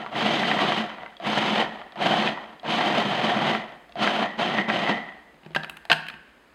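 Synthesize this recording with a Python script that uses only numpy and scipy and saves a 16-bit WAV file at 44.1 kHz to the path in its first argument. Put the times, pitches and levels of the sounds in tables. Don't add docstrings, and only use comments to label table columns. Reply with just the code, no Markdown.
import sys
import numpy as np
from scipy import signal
from scipy.fft import rfft, irfft
from scipy.io import wavfile
from scipy.ndimage import uniform_filter1d

SR = 44100
rng = np.random.default_rng(int(sys.argv[2]) if len(sys.argv) > 2 else 0)


def undo_db(level):
    steps = np.asarray(level, float) / 20
    return 10 ** steps


def to_wav(sig):
    pcm = np.clip(np.atleast_2d(sig), -1, 1) * 32767
    pcm = np.round(pcm).astype(np.int16)
    wavfile.write(sys.argv[1], SR, pcm.T)


N = 288414


def unit_rms(x):
    return x / np.sqrt(np.mean(x ** 2))


def unit_peak(x):
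    return x / abs(x).max()


def colour(x, gain):
    hz = np.arange(len(x) // 2 + 1) * SR / len(x)
    return irfft(rfft(x) * gain(np.maximum(hz, 1)), len(x))


def slope(table):
    hz, db = np.transpose(table)
    return lambda f: undo_db(np.interp(np.log(f), np.log(hz), db))


def band(lo_hz, hi_hz):
    return lambda f: 1 / np.sqrt((1 + (lo_hz / f) ** 6) * (1 + (f / hi_hz) ** 6))


def resonance(f, hz, width_hz):
    return 1 / (1 + 1j * (f - hz ** 2 / f) / width_hz)


def modes_response(f, hz, db, t60_s):
    widths_hz = np.log(1000) / np.pi / np.asarray(t60_s)
    return sum(undo_db(g) * t * resonance(f, h, w) for h, g, t, w in zip(hz, db, t60_s, widths_hz))


def walk(rate_hz):
    hold = int(SR / rate_hz)
    steps = np.repeat(rng.standard_normal(N // hold + 1), hold)
    return 1.3 * uniform_filter1d(uniform_filter1d(steps, hold), hold)[:N]


HEAVE_RATE_HZ = 18
# (level [dB], shortfall at switch-on [dB], spin-up [s],
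# start kick [dB], braking jolt [dB], jolt fade [s], first drop [dB], coasting [dB/s], drift as mix gets finer [dB/s])
LAYER_FOLLOW = [(-7.3, 22, .07, 3, 8, .03, 7, 80, .01), (.1, 15, .07, 1.1, 3.5, .02, 5.5, 63, .01),
                (-17.5, 22, .2, .1, 11.5, .6, 3, 66, .7), (-7.8, 25, .075, 4, 2.1, .02, 10, 74, -.3),
                (-32.5, 25, .075, 3, .1, .02, 12, 70, -.6)]


def processor():
    t = np.arange(N) / SR
    wall = bowl_wall()
    edges_hz = [(60, 320), (320, 2400), (2400, 7500), (7500, 20000)]
    boom, body, spray, hiss = (unit_rms(colour(wall, band(*pair))) for pair in edges_hz)
    body = undo_db(-6) * body + undo_db(-10 - 1.7 * t) * nuts()
    layers = boom, body, blade(), spray, hiss
    machine = sum(layer_gain(t, *row) * layer for row, layer in zip(LAYER_FOLLOW, layers))
    shared_heave_db = 0.7 * walk(HEAVE_RATE_HZ)
    return undo_db(shared_heave_db) * machine


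# (on [s], held [s], level [dB], braking jolt [1 = hard], coasting pace [1 = usual])
RUNS = [(-.9, .8, -22, .1, 1.01), (.115, .69, -23.7, .1, 1.01), (1.2, .41, -24, .65, .95),
        (1.955, .33, -24.5, .2, 1.1), (2.63, .905, -23.7, .45, 1.2), (3.955, .275, -24, .8, 1.25),
        (4.37, .23, -25, 1.25, 1.5), (4.672, .239, -24.5, .99, 1.1)]


def layer_gain(t, db, short_db, spin_s, kick_db, jolt_db, jolt_s, drop_db, coast_db_s, finer_db_s):
    grip_s, kick_fade_s, jolt_rise_s, drop_s, standstill_s = .012, .05, .025, .06, .3
    power, off = 0, -np.inf
    for on, held, run_db, jolt, pace in RUNS:
        still = min((on - off) / standstill_s, 1)
        since_on, off = t - on, on + held
        coasting = pace * np.maximum(t - off, 0)
        speed = np.clip(since_on / spin_s / still, 0, 1)
        kick = still * speed * np.exp(-np.maximum(since_on - spin_s * still, 0) / kick_fade_s)
        brake = jolt * np.exp(-(np.minimum(t - off, 0) / jolt_rise_s) ** 2 - coasting / jolt_s)
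        level_db = run_db - short_db * still * (1 - speed)
        level_db = level_db + kick_db * kick + jolt_db * brake
        level_db = level_db - drop_db * (1 - np.exp(-coasting / drop_s)) - coast_db_s * coasting
        power = power + np.clip(since_on / grip_s, 0, 1) ** 2 * undo_db(2 * level_db)
    own_heave_db = 1.3 * walk(HEAVE_RATE_HZ)
    return np.sqrt(power) * undo_db(db + finer_db_s * t + own_heave_db)


# (frequency [Hz], density [dB per Hz])
CRUMB_SPECTRUM = [(60, -58), (125, -11), (260, -12), (500, -10), (1000, -4), (1500, -9.5), (2400, -12.5),
                  (3900, -18.5), (5400, -31.5), (8000, -42), (12000, -50.5), (14000, -51), (15500, -64)]
# (frequency [Hz], width [Hz], level against the crumbs [dB])
BOWL_MODES = [(218, 22, 8.5), (347, 71, -3.5), (618, 180, 2.5), (722, 61, 10), (1320, 90, -7),
              (3088, 190, 3.5), (5900, 490, -0.5)]


def bowl_wall():
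    plain = slope(CRUMB_SPECTRUM)
    return colour(crumbs(), lambda f: plain(f) * (
        1 + sum(undo_db(db) * resonance(f, hz, width_hz) for hz, width_hz, db in BOWL_MODES)))


def crumbs():
    rate_hz, spread_db, largest_db = 3000, 3.5, 17
    size_db = np.minimum(spread_db * rng.exponential(size=N), largest_db)
    hail = (rng.random(N) < rate_hz / SR) * undo_db(size_db) * rng.choice([-1, 1], N)
    flour = 1.3 * rng.standard_normal(N)
    gusts_db = .4 * walk(25) + 1.5 * walk(130)
    return (unit_rms(hail) + flour) * undo_db(gusts_db)


# (multiple of the ring frequency [1], width [Hz], level [dB])
BLADE_MODES = [(1.02, 75, 0), (.96, 110, -1), (1.07, 90, -9)]


def blade():
    ring_hz = 1915 * (1 + .015 * walk(6))
    phase = 2 * np.pi * np.cumsum(ring_hz) / SR
    out = 0
    for multiple, width_hz, db in BLADE_MODES:
        sine, cosine = (colour(rng.standard_normal(N), lambda f: 1 / (1 + (2 * f / width_hz) ** 2))
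                        for _ in range(2))
        tone = sine * np.sin(multiple * phase) + cosine * np.cos(multiple * phase)
        out = out + undo_db(db) * unit_rms(tone)
    return unit_rms(out)


# (frequency [Hz], level [dB], t60 [s])
LUMP_MODES = [(700, 0, .04), (950, 0, .035), (1150, 0, .035), (1350, -1, .03), (1600, -1, .03),
              (1850, 0, .035), (1980, 0, .03), (2450, -4, .018), (3050, -4, .015), (3350, -5, .015),
              (4300, -12, .01)]


def nuts():
    rate_hz = 70
    out = 0
    for mode in LUMP_MODES:
        hit = rng.random(N) < rate_hz / len(LUMP_MODES) / SR
        taps = hit * undo_db(4.4 * rng.random(N))
        out = out + colour(taps, lambda f: modes_response(f, *np.transpose([mode])) * band(300, 4500)(f))
    return unit_rms(out)


# (time [s], peak level [dB], brightest pitch [Hz])
LUMP_HITS = [(0.063, -19, 972), (0.434, -10, 1750), (0.514, -10, 1980), (0.591, -10, 1140),
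             (0.721, -10, 1330), (0.902, -22, 958), (0.984, -25, 931), (1.034, -24, 910),
             (1.062, -25, 1560), (1.615, -14, 1870), (1.816, -26, 1040), (2.275, -10, 2480),
             (2.375, -22, 942), (3.55, -11, 1890), (4.044, -12, 1290), (4.075, -8, 1800),
             (4.585, -10, 1890), (4.7, -7, 1900), (4.875, -13, 1980), (5.123, -34, 1930)]


def lumps():
    contact_ms = 1.2
    events = [(*row, contact_ms) for row in LUMP_HITS]
    return knocks(events, LUMP_MODES, reach_oct=.55, detune=.015, soft_hz=3200, tap=6)


# (time [s], peak level [dB], brightest pitch [Hz])
BUTTON_CLICKS = [(0.118, -31, 716), (1.168, -35, 3330), (1.2, -28, 692), (1.922, -34, 2020),
                 (1.958, -28, 738), (2.597, -35, 3160), (2.632, -30, 738), (3.894, -37, 1170),
                 (3.923, -35, 2770), (3.956, -26, 662), (4.257, -29, 4300), (4.399, -22, 708)]
# (frequency [Hz], level [dB], t60 [s])
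BUTTON_MODES = [(700, 3, .09), (1150, -2, .025), (1700, -3, .02), (2600, 0, .012), (3300, 3, .018),
                (3700, -2, .012), (4500, -6, .01), (6200, -8, .008)]


def button():
    contact_ms = 1.1
    events = [(*row, contact_ms) for row in BUTTON_CLICKS]
    return knocks(events, BUTTON_MODES, reach_oct=1.1, detune=.015, soft_hz=5000, tap=6)


# (time [s], modal peak level [dB], brightest pitch [Hz], contact [ms], crack level [dB])
LID_HITS = [(5.433, -41, 856, 3.1, -40), (5.448, -42, 700, 5.1, -40), (5.461, -36, 965, 4.1, -26),
            (5.506, -45, 797, 5.1, -40), (5.516, -43, 700, 4.1, -40), (5.532, -46, 2740, 6.3, -21),
            (5.548, -18, 3050, 7.5, -23.5), (5.561, -9.5, 766, 4.2, -37.5), (5.633, -23, 1110, 3.3, -34),
            (5.645, -22, 2370, 1.4, -27), (5.677, -50, 748, 2.5, -14), (5.696, -24, 3170, 2.5, -10),
            (5.769, -31, 2980, 2.2, -13.5), (5.852, -30, 800, 2.1, -17.5), (5.899, -8, 840, 6, -36),
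            (5.908, -15.5, 807, 1.2, -32.5), (5.915, -.6, 1500, 3.6, -29), (5.927, -6, 2460, 3.5, -27),
            (6.066, -29, 1650, 2.8, -21.5), (6.084, -22, 2760, 3.4, -19), (6.099, -26, 2770, 2.5, -28.5),
            (6.139, -34, 1610, 2.5, -29)]
# (frequency [Hz], level [dB], t60 [s])
LID_MODES = [(700, -5, .04), (790, -2, .03), (921, -1, .025), (1150, -5, .025), (1350, -7, .02),
             (1570, -28, .45), (1620, 0, .025), (1640, -27, .5), (1700, -26, .5), (1770, -28, .45),
             (1760, -2, .025), (2073, -4, .018), (2422, -2, .018), (2650, 1, .02), (2950, -3, .015),
             (3311, -6, .014), (3801, -6, .014), (4371, -13, .01), (4915, -13, .012)]


def lid():
    return knocks(LID_HITS, LID_MODES, reach_oct=1.37, detune=.035, soft_hz=3800, tap=.79)


# (time [s], peak level [dB])
PUSHES = [(5.343, -44), (5.433, -43), (5.461, -32), (5.506, -37), (5.548, -32), (5.561, -25), (5.574, -32),
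          (5.696, -37), (5.899, -32), (5.915, -22), (6.084, -43), (6.139, -40)]
# (frequency [Hz], level [dB], t60 [s])
THUD_MODES = [(160, 0, .15), (205, 0, .07), (340, 0, .04), (500, -5, .03)]


def pushes():
    bright_hz, contact_ms = 260, 2.5
    events = [(*row, bright_hz, contact_ms) for row in PUSHES]
    return knocks(events, THUD_MODES, reach_oct=9, detune=.01, soft_hz=4570, tap=.8)


def knocks(events, modes, reach_oct, detune, soft_hz, tap):
    out, t = np.zeros(N + SR // 2), np.arange(SR // 2) / SR
    hz, db, t60_s = np.transpose(modes)
    yielding = signal.butter(4, soft_hz, fs=SR, output="sos")
    rims = signal.butter(4, 850, "high", fs=SR, output="sos")
    for time_s, peak_db, bright_hz, contact_ms, *crack_db in events:
        size, tune = rng.standard_normal((2, len(modes)))
        decay = np.exp(-1000 * t / max(contact_ms, .2))
        rattle = rng.standard_normal(len(t)) * decay * np.minimum(t / .001, 1)
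        near_db = -6 * np.minimum((np.log2(hz / bright_hz) / reach_oct) ** 2, 3)
        gains_db = db + near_db + 1.5 * size
        soft = signal.sosfilt(yielding, rattle + tap * (t == 0))
        tuned_hz = hz * (1 + detune * tune)
        blow = unit_peak(colour(soft, lambda f: modes_response(f, tuned_hz, gains_db, t60_s)))
        if crack_db:
            clatter = undo_db(-3.5) * unit_peak(signal.sosfilt(rims, soft))
            crack = undo_db(crack_db[0]) * unit_peak(colour(rattle, band(6500, 11500)))
            blow = blow + clatter + crack
        out[int(time_s * SR):][:len(t)] += undo_db(peak_db) * blow
    return out[:N]


# (frequency [Hz], t60 [s], level [dB])
ROOM_BANDS = [(132, 0.66, 3), (250, 0.54, 7), (463, 0.42, -5), (1010, 0.52, 4.5), (1720, 0.94, -5),
              (2780, 0.4, -2), (5250, 0.5, -1.5), (10000, 0.3, 6)]


def kitchen(x):
    t = np.arange(SR) / SR
    tail = 0
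    for hz, t60_s, db in ROOM_BANDS:
        noise = colour(rng.standard_normal(SR), band(hz / 1.4, hz * 1.4))
        tail = tail + undo_db(db - 60 * t / t60_s) * noise
    tail = tail * np.clip((t - .004) / .004, 0, 1)
    return signal.fftconvolve(x, tail / np.sqrt(np.sum(tail ** 2)))[:N]


# (frequency [Hz], density [dB per Hz])
HUM_SPECTRUM = [(18, -38), (30, -8), (64, 4.5), (88, -16.5), (249, 0), (1020, -6.5), (1640, -8),
                (2020, -8.5), (5590, -24.5), (8280, -28.5), (15500, -36)]


def hum():
    level_db = -56.5 + .4 * walk(5)
    return undo_db(level_db) * unit_rms(colour(rng.standard_normal(N), slope(HUM_SPECTRUM)))


def plastic_shell(x):
    return colour(x, lambda f: 1 / np.sqrt(1 + (117 / f) ** 8))


def scene():
    churn = processor()
    hits = lumps() + button() + lid() + pushes()
    echo = kitchen(undo_db(-11.5) * hits + undo_db(-17.5) * churn)
    near = plastic_shell(churn + hits + echo)
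    return (near + hum())[None]


# (frequency [Hz], width [Hz], depth [0-1])
MIC_DIPS = [(5710, 530, 1), (7120, 210, .6)]


def microphone(x):
    return colour(x, lambda f: 1 - sum(depth * resonance(f, hz, width_hz) for hz, width_hz, depth in MIC_DIPS))


def low_pass(x):
    return signal.sosfilt(signal.butter(12, 15940, fs=SR, output="sos"), x)


def record(dry):
    heard = microphone(dry[0])[None]
    return low_pass(heard)


dry = scene()
out = record(dry)
to_wav(out)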